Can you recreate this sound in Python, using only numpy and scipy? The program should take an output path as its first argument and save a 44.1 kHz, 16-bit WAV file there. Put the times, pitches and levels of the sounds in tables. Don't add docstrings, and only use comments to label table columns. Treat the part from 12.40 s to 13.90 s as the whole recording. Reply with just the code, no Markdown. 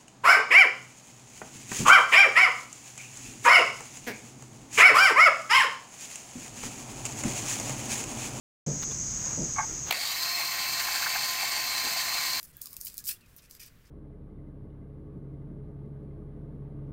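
import sys
import numpy as np
from scipy import signal
from scipy.fft import rfft
from scipy.io import wavfile
from scipy.ndimage import uniform_filter1d, map_coordinates

SR = 44100
rng = np.random.default_rng(int(sys.argv[2]) if len(sys.argv) > 2 else 0)


def log_audio(samples):
    frames = np.atleast_2d(samples).T
    limited = np.clip(frames, -1, 1)
    pcm = np.round(limited * 32767).astype(np.int16)
    wavfile.write(sys.argv[1], SR, pcm)


N = 66150

# pitch in Hz, relative level in dB.
AIR_TONE = [(20, -1), (40, 3.5), (75, -4), (140, -4), (220, -10), (350, -15.5), (550, -19), (780, -26.5),
            (1100, -22), (1700, -20.5), (2100, -22.5), (2600, -23.5), (4000, -28.5), (7000, -31.5),
            (10000, -33.5), (15500, -29)]
# time in seconds, level change in dB.
RUMBLE_SWELLS = [(0, -4.5), (.14, 1.5), (.26, -4.5), (.39, 2), (.54, -1.5), (.64, 3.5), (.83, -3), (.92, 4),
                 (1.0, -3), (1.2, -3), (1.37, 5.5), (1.5, -2)]
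# pitch in Hz, relative level in dB.
FIBRE_TONE = [(300, -44), (900, -20), (1650, -8), (2150, -6), (2550, -4), (2900, -11), (3600, -9),
              (4300, -7), (4900, -1), (6300, -3), (8500, -0.5), (9800, -1), (12000, 2.5), (15500, 8)]
COARSE_TONE = [(300, -49), (900, -19.5), (1350, -2), (1750, -1), (2100, -4.5), (2600, 7), (3500, 2),
               (5000, -7.5), (9000, -1), (16000, -30)]
# start in seconds, length in seconds, level in dB,
# brightness in dB per octave, low edge in Hz.
PULLS = [(0, 0.017, -53, 2.5, 3000), (0.03, 0.027, -50, 1, 4250), (0.067, 0.048, -61, -0.5, 3500),
         (0.126, 0.15, -66, -4.5, 3020), (0.211, 0.031, -47, 0.5, 4230), (0.244, 0.031, -53, -4, 2940),
         (0.281, 0.064, -55, -1, 3520), (0.352, 0.04, -57.5, -2, 3200), (0.399, 0.027, -47.5, 0, 4200),
         (0.431, 0.013, -49.5, -2, 3970), (.452, 0.034, -45, -3.5, 3500), (0.489, 0.078, -56, -3.5, 2430),
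         (0.577, 0.03, -50, -5, 3720), (0.64, 0.024, -46.5, -2, 3700), (0.805, 0.0098, -63.5, -7, 3500),
         (0.856, 0.012, -67.5, -8.5, 3500), (0.878, 0.079, -69, -.5, 2970), (0.961, 0.026, -55, 1, 3940),
         (0.981, 0.018, -60.5, -17, 3280), (1.017, 0.045, -62.5, -7, 1970), (1.094, 0.079, -59, -3.5, 3560),
         (1.194, 0.043, -50.5, -7, 1870), (1.229, 0.055, -57, -7.5, 2400), (1.45, 0.03, -69, -14, 4060)]
# start in seconds, level in dB,
# brightness in dB per octave, low edge in Hz, fade time of the splinters in milliseconds.
SNAPS = [(0.0298, -34.5, -1, 2920, 2), (0.1691, -37, 8.5, 4460, 0.21), (0.2155, -38.5, 0.5, 3970, 1.1),
         (.2176, -28.5, -1, 3700, 1.2), (0.2582, -33, -3, 4000, 0.88), (0.2584, -48.5, -12, 4000, 1.7),
         (0.27, -37, -5.5, 3470, 1.9), (0.3087, -45, -1, 4600, .4), (0.317, -50, 8, 4950, 0.46),
         (0.3306, -35, 0.5, 2010, 2.1), (0.341, -41, -5, 4470, 0.71), (0.3672, -30, -1.5, 2740, 0.99),
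         (0.4127, -29.5, -8, 5640, 0.36), (.4483, -35, 3, 7040, 0.62), (0.451, -28.5, 2, 7000, .5),
         (0.4595, -33.5, 1, 3560, 1.3), (0.4694, -30, -4.5, 2550, 3.6), (.4820, -35, -4, 3600, 1.3),
         (0.5, -43, -9.5, 3500, 0.43), (0.5425, -37, -0.5, 3900, 0.98), (0.571, -37, 1, 3500, 1.9),
         (0.58, -26.5, -2.5, 3900, 0.83), (0.59, -37.5, -9, 3850, 0.87), (0.6411, -39.5, -5.5, 4000, 0.86),
         (0.6555, -33, 0, 3330, 1), (.6612, -34.5, -2.5, 4000, 0.87), (0.6698, -32, -2, 4030, 1),
         (0.6785, -44, -1, 3000, 0.52), (0.687, -42, -13, 4000, 0.6), (0.6905, -25.5, -0.5, 2240, 2.9),
         (0.6938, -30, -6, 2500, 0.57), (0.9645, -43.5, 11, 4960, .4), (0.9729, -57, 5, 5950, 0.51),
         (1.1109, -39, -3, 3040, 1.3), (1.151, -44, -3, 2230, 1.2), (1.2015, -43, -2.5, 1800, 0.5),
         (1.2623, -43, 4, 3520, 3.3)]
# start in seconds, length in seconds, first and last pitch in Hz, level in dB.
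BIRD_NOTES = [(0.131, 0.096, 3340, 3420, -72.5), (0.145, 0.073, 1527, 1770, -71.5),
              (.245, 0.032, 1298, 1103, -65.5), (0.311, 0.06, 1110, 1079, -70),
              (0.578, 0.056, 1683, 1666, -69.5), (0.737, 0.017, 2590, 2910, -64.5),
              (0.755, 0.023, 3350, 3410, -68), (0.814, 0.051, 2750, 2454, -69.5)]
# time in seconds, level of the fine fibres in dB, level of the coarse ones in dB.
RIP_LEVELS = [(.668, -35, -49), (0.673, -34.5, -48.5), (.683, -31.5, -53.5), (.691, -30, -42),
              (.703, -40, -46), (.709, -36, -49.5), (0.712, -36, -38), (0.727, -43, -58), (.75, -64, -79)]

TOP_HZ = 15800


def amp(db):
    return 10 ** (np.asarray(db) / 20)


def evened(x):
    return x / np.sqrt(np.mean(x ** 2) + 1e-20)


def add(mix, start_s, sound):
    part = mix[max(round(start_s * SR), 0):][:len(sound)]
    part += sound[:len(part)]


def colour(x, tone, tilt_db=0, edge_hz=0, size=1024):
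    hz = np.maximum(abs(np.fft.fftfreq(size, 1 / SR)), 1)
    tone_hz, tone_db = np.transpose(tone)
    octaves = np.log2(np.clip(hz, 1900, TOP_HZ) / 8000)
    log_gain = np.log(amp(np.interp(np.log(hz), np.log(tone_hz), tone_db) + tilt_db * octaves))
    treble_cut = np.clip((hz - TOP_HZ) / 1000, 0, 4)
    bass_cut = np.minimum(np.log1p((edge_hz / hz) ** 10) / 2, 4)
    response = np.exp(np.conj(signal.hilbert(log_gain - treble_cut - bass_cut)))
    return signal.fftconvolve(x, np.fft.ifft(response).real)


def flatten_tone(x):
    power = abs(uniform_filter1d(abs(rfft(x, 1024)) ** 2, size=48))
    db = 10 * np.log10(power + 1e-9)
    hz = np.fft.rfftfreq(1024, 1 / SR) + 1
    return colour(x, np.c_[hz, -db])[:len(x)]


def outdoor_air(level_db=-59.5, rumble_top_hz=220):
    noise = amp(level_db) * evened(colour(rng.standard_normal(2 * N), AIR_TONE, size=8192)[N:2 * N])
    rumble = signal.sosfiltfilt(signal.butter(2, rumble_top_hz, fs=SR, output="sos"), noise)
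    hiss = noise - rumble
    swell_db = np.interp(np.arange(N) / SR, *np.transpose(RUMBLE_SWELLS))
    return hiss + rumble * amp(swell_db)


def cracks(n, per_s, spread_db=5):
    size = amp(spread_db * np.minimum(rng.exponential(1, n), 2.8))
    return size * rng.choice([-1, 1], n) * (rng.random(n) < per_s / SR)


def strand_ring(clicks, ring_db=-15.5, fade_s=0.00042):
    t = np.arange(256) / SR
    hz = rng.uniform(3980, 13150, (3, 1))
    ring = amp(ring_db) * (np.cos(2 * np.pi * hz * t) * np.exp(-t / fade_s)).sum(0)
    ring[0] = 1
    return np.convolve(clicks, ring)[:len(clicks)]


def crackle(per_s, tone, tilt_db=0, edge_hz=0, n=8192, strands=6):
    breaks = sum(strand_ring(cracks(n, per_s / strands)) for _ in range(strands))
    sound = colour(breaks, tone, tilt_db, edge_hz)[:n]
    power = abs(uniform_filter1d(sound ** 2, size=500))
    return sound / np.sqrt(power + 1e-12)


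def pull(length_s, level_db, tilt_db, edge_hz, cracks_per_s=4000, rise_s=0.0038, fall_s=0.0032):
    sound = crackle(cracks_per_s, FIBRE_TONE, tilt_db, edge_hz)
    t = np.arange(len(sound)) / SR
    rise = np.minimum(t / rise_s, 1)
    fall = np.exp(-np.maximum(t - length_s, 0) / fall_s)
    return sound * amp(level_db) * rise * fall


def body_bounce(x, level_db=-6.5, delay_s=0.0014, swing_s=0.000291, swing_hz=3, top_hz=8950):
    t = np.arange(N) / SR
    delay = delay_s + swing_s * np.sin(2 * np.pi * (swing_hz * t + rng.random()))
    dull = signal.lfilter(*signal.butter(1, top_hz, fs=SR), x)
    return amp(level_db) * map_coordinates(dull, [(t - delay) * SR], order=3)


def foliage_scatter(x, level_db=-7, fade_s=0.14, delay_s=0.002, paths=4):
    t = np.arange(SR // 3) / SR
    shape = (paths, len(t))
    echoes = rng.choice([-1, 1], shape) * (rng.random(shape) < .15) * (t > delay_s)
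    tails = echoes * np.exp(-np.log(1000) * t / fade_s)
    path_now = np.arange(N) // 64 % paths
    blend = np.hanning(64) / np.hanning(64).sum()
    scatter = np.zeros(N)
    for path, tail in enumerate(tails):
        share = np.convolve(path_now == path, blend, "same")
        scatter += signal.fftconvolve(x * share, tail / np.linalg.norm(tail))[:N]
    return amp(level_db) * scatter


def snap(level_db, tilt_db, edge_hz, fade_ms, splinters_per_s=14000, splinter_size=0.3):
    t = np.arange(512) / SR
    splinters = rng.standard_normal(len(t)) * (rng.random(len(t)) < splinters_per_s / SR)
    breaks = splinter_size * splinters * np.exp(-t * 1000 / fade_ms)
    breaks[0] = 1
    sound = colour(flatten_tone(strand_ring(breaks)), FIBRE_TONE, tilt_db, edge_hz)
    power = np.sum(sound ** 2) / (SR / 1000)
    return amp(level_db) * sound / np.sqrt(power)


def bird(length_s, start_hz, end_hz, level_db, blur_hz=250, roughness=0.94):
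    progress = np.arange(0, 1, 1 / (length_s * SR))
    smoothing = np.exp(-np.pi * blur_hz / SR)
    noise = rng.standard_normal(N) + 1j * rng.standard_normal(N)
    blur = signal.lfilter([1], np.poly([smoothing, smoothing]), noise)
    waver = 1 + roughness * blur[-len(progress):] / blur.std()
    cycles = np.cumsum(start_hz + (end_hz - start_hz) * progress) / SR
    whistle = (waver * np.exp(2j * np.pi * cycles)).real
    swell = np.sin(np.pi * progress) ** .5
    return amp(level_db) * evened(swell * whistle)


def rip(cracks_per_s=5500):
    times, fine_db, coarse_db = np.transpose(RIP_LEVELS)
    fine = crackle(cracks_per_s, FIBRE_TONE, edge_hz=4400)
    coarse = crackle(cracks_per_s, COARSE_TONE)
    t = times[0] + np.arange(len(fine)) / SR
    fine *= amp(np.interp(t, times, fine_db))
    coarse *= amp(np.interp(t, times, coarse_db))
    return (fine + coarse) * (t < times[-1])


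def scene():
    background, fibre = outdoor_air(), np.zeros(N)
    for start_s, *row in SNAPS:
        add(fibre, start_s, snap(*row))
    for start_s, *row in PULLS:
        add(fibre, start_s, pull(*row))
    add(fibre, start_s=RIP_LEVELS[0][0], sound=rip())
    for start_s, *row in BIRD_NOTES:
        add(background, start_s, bird(*row))
    return (fibre + body_bounce(fibre) + foliage_scatter(fibre) + background)[None]


def record(dry):
    treble_cut = signal.firwin(255, TOP_HZ, window=("kaiser", 8), fs=SR)
    return signal.oaconvolve(dry, treble_cut[None], "same")


dry = scene()
out = record(dry)
log_audio(out)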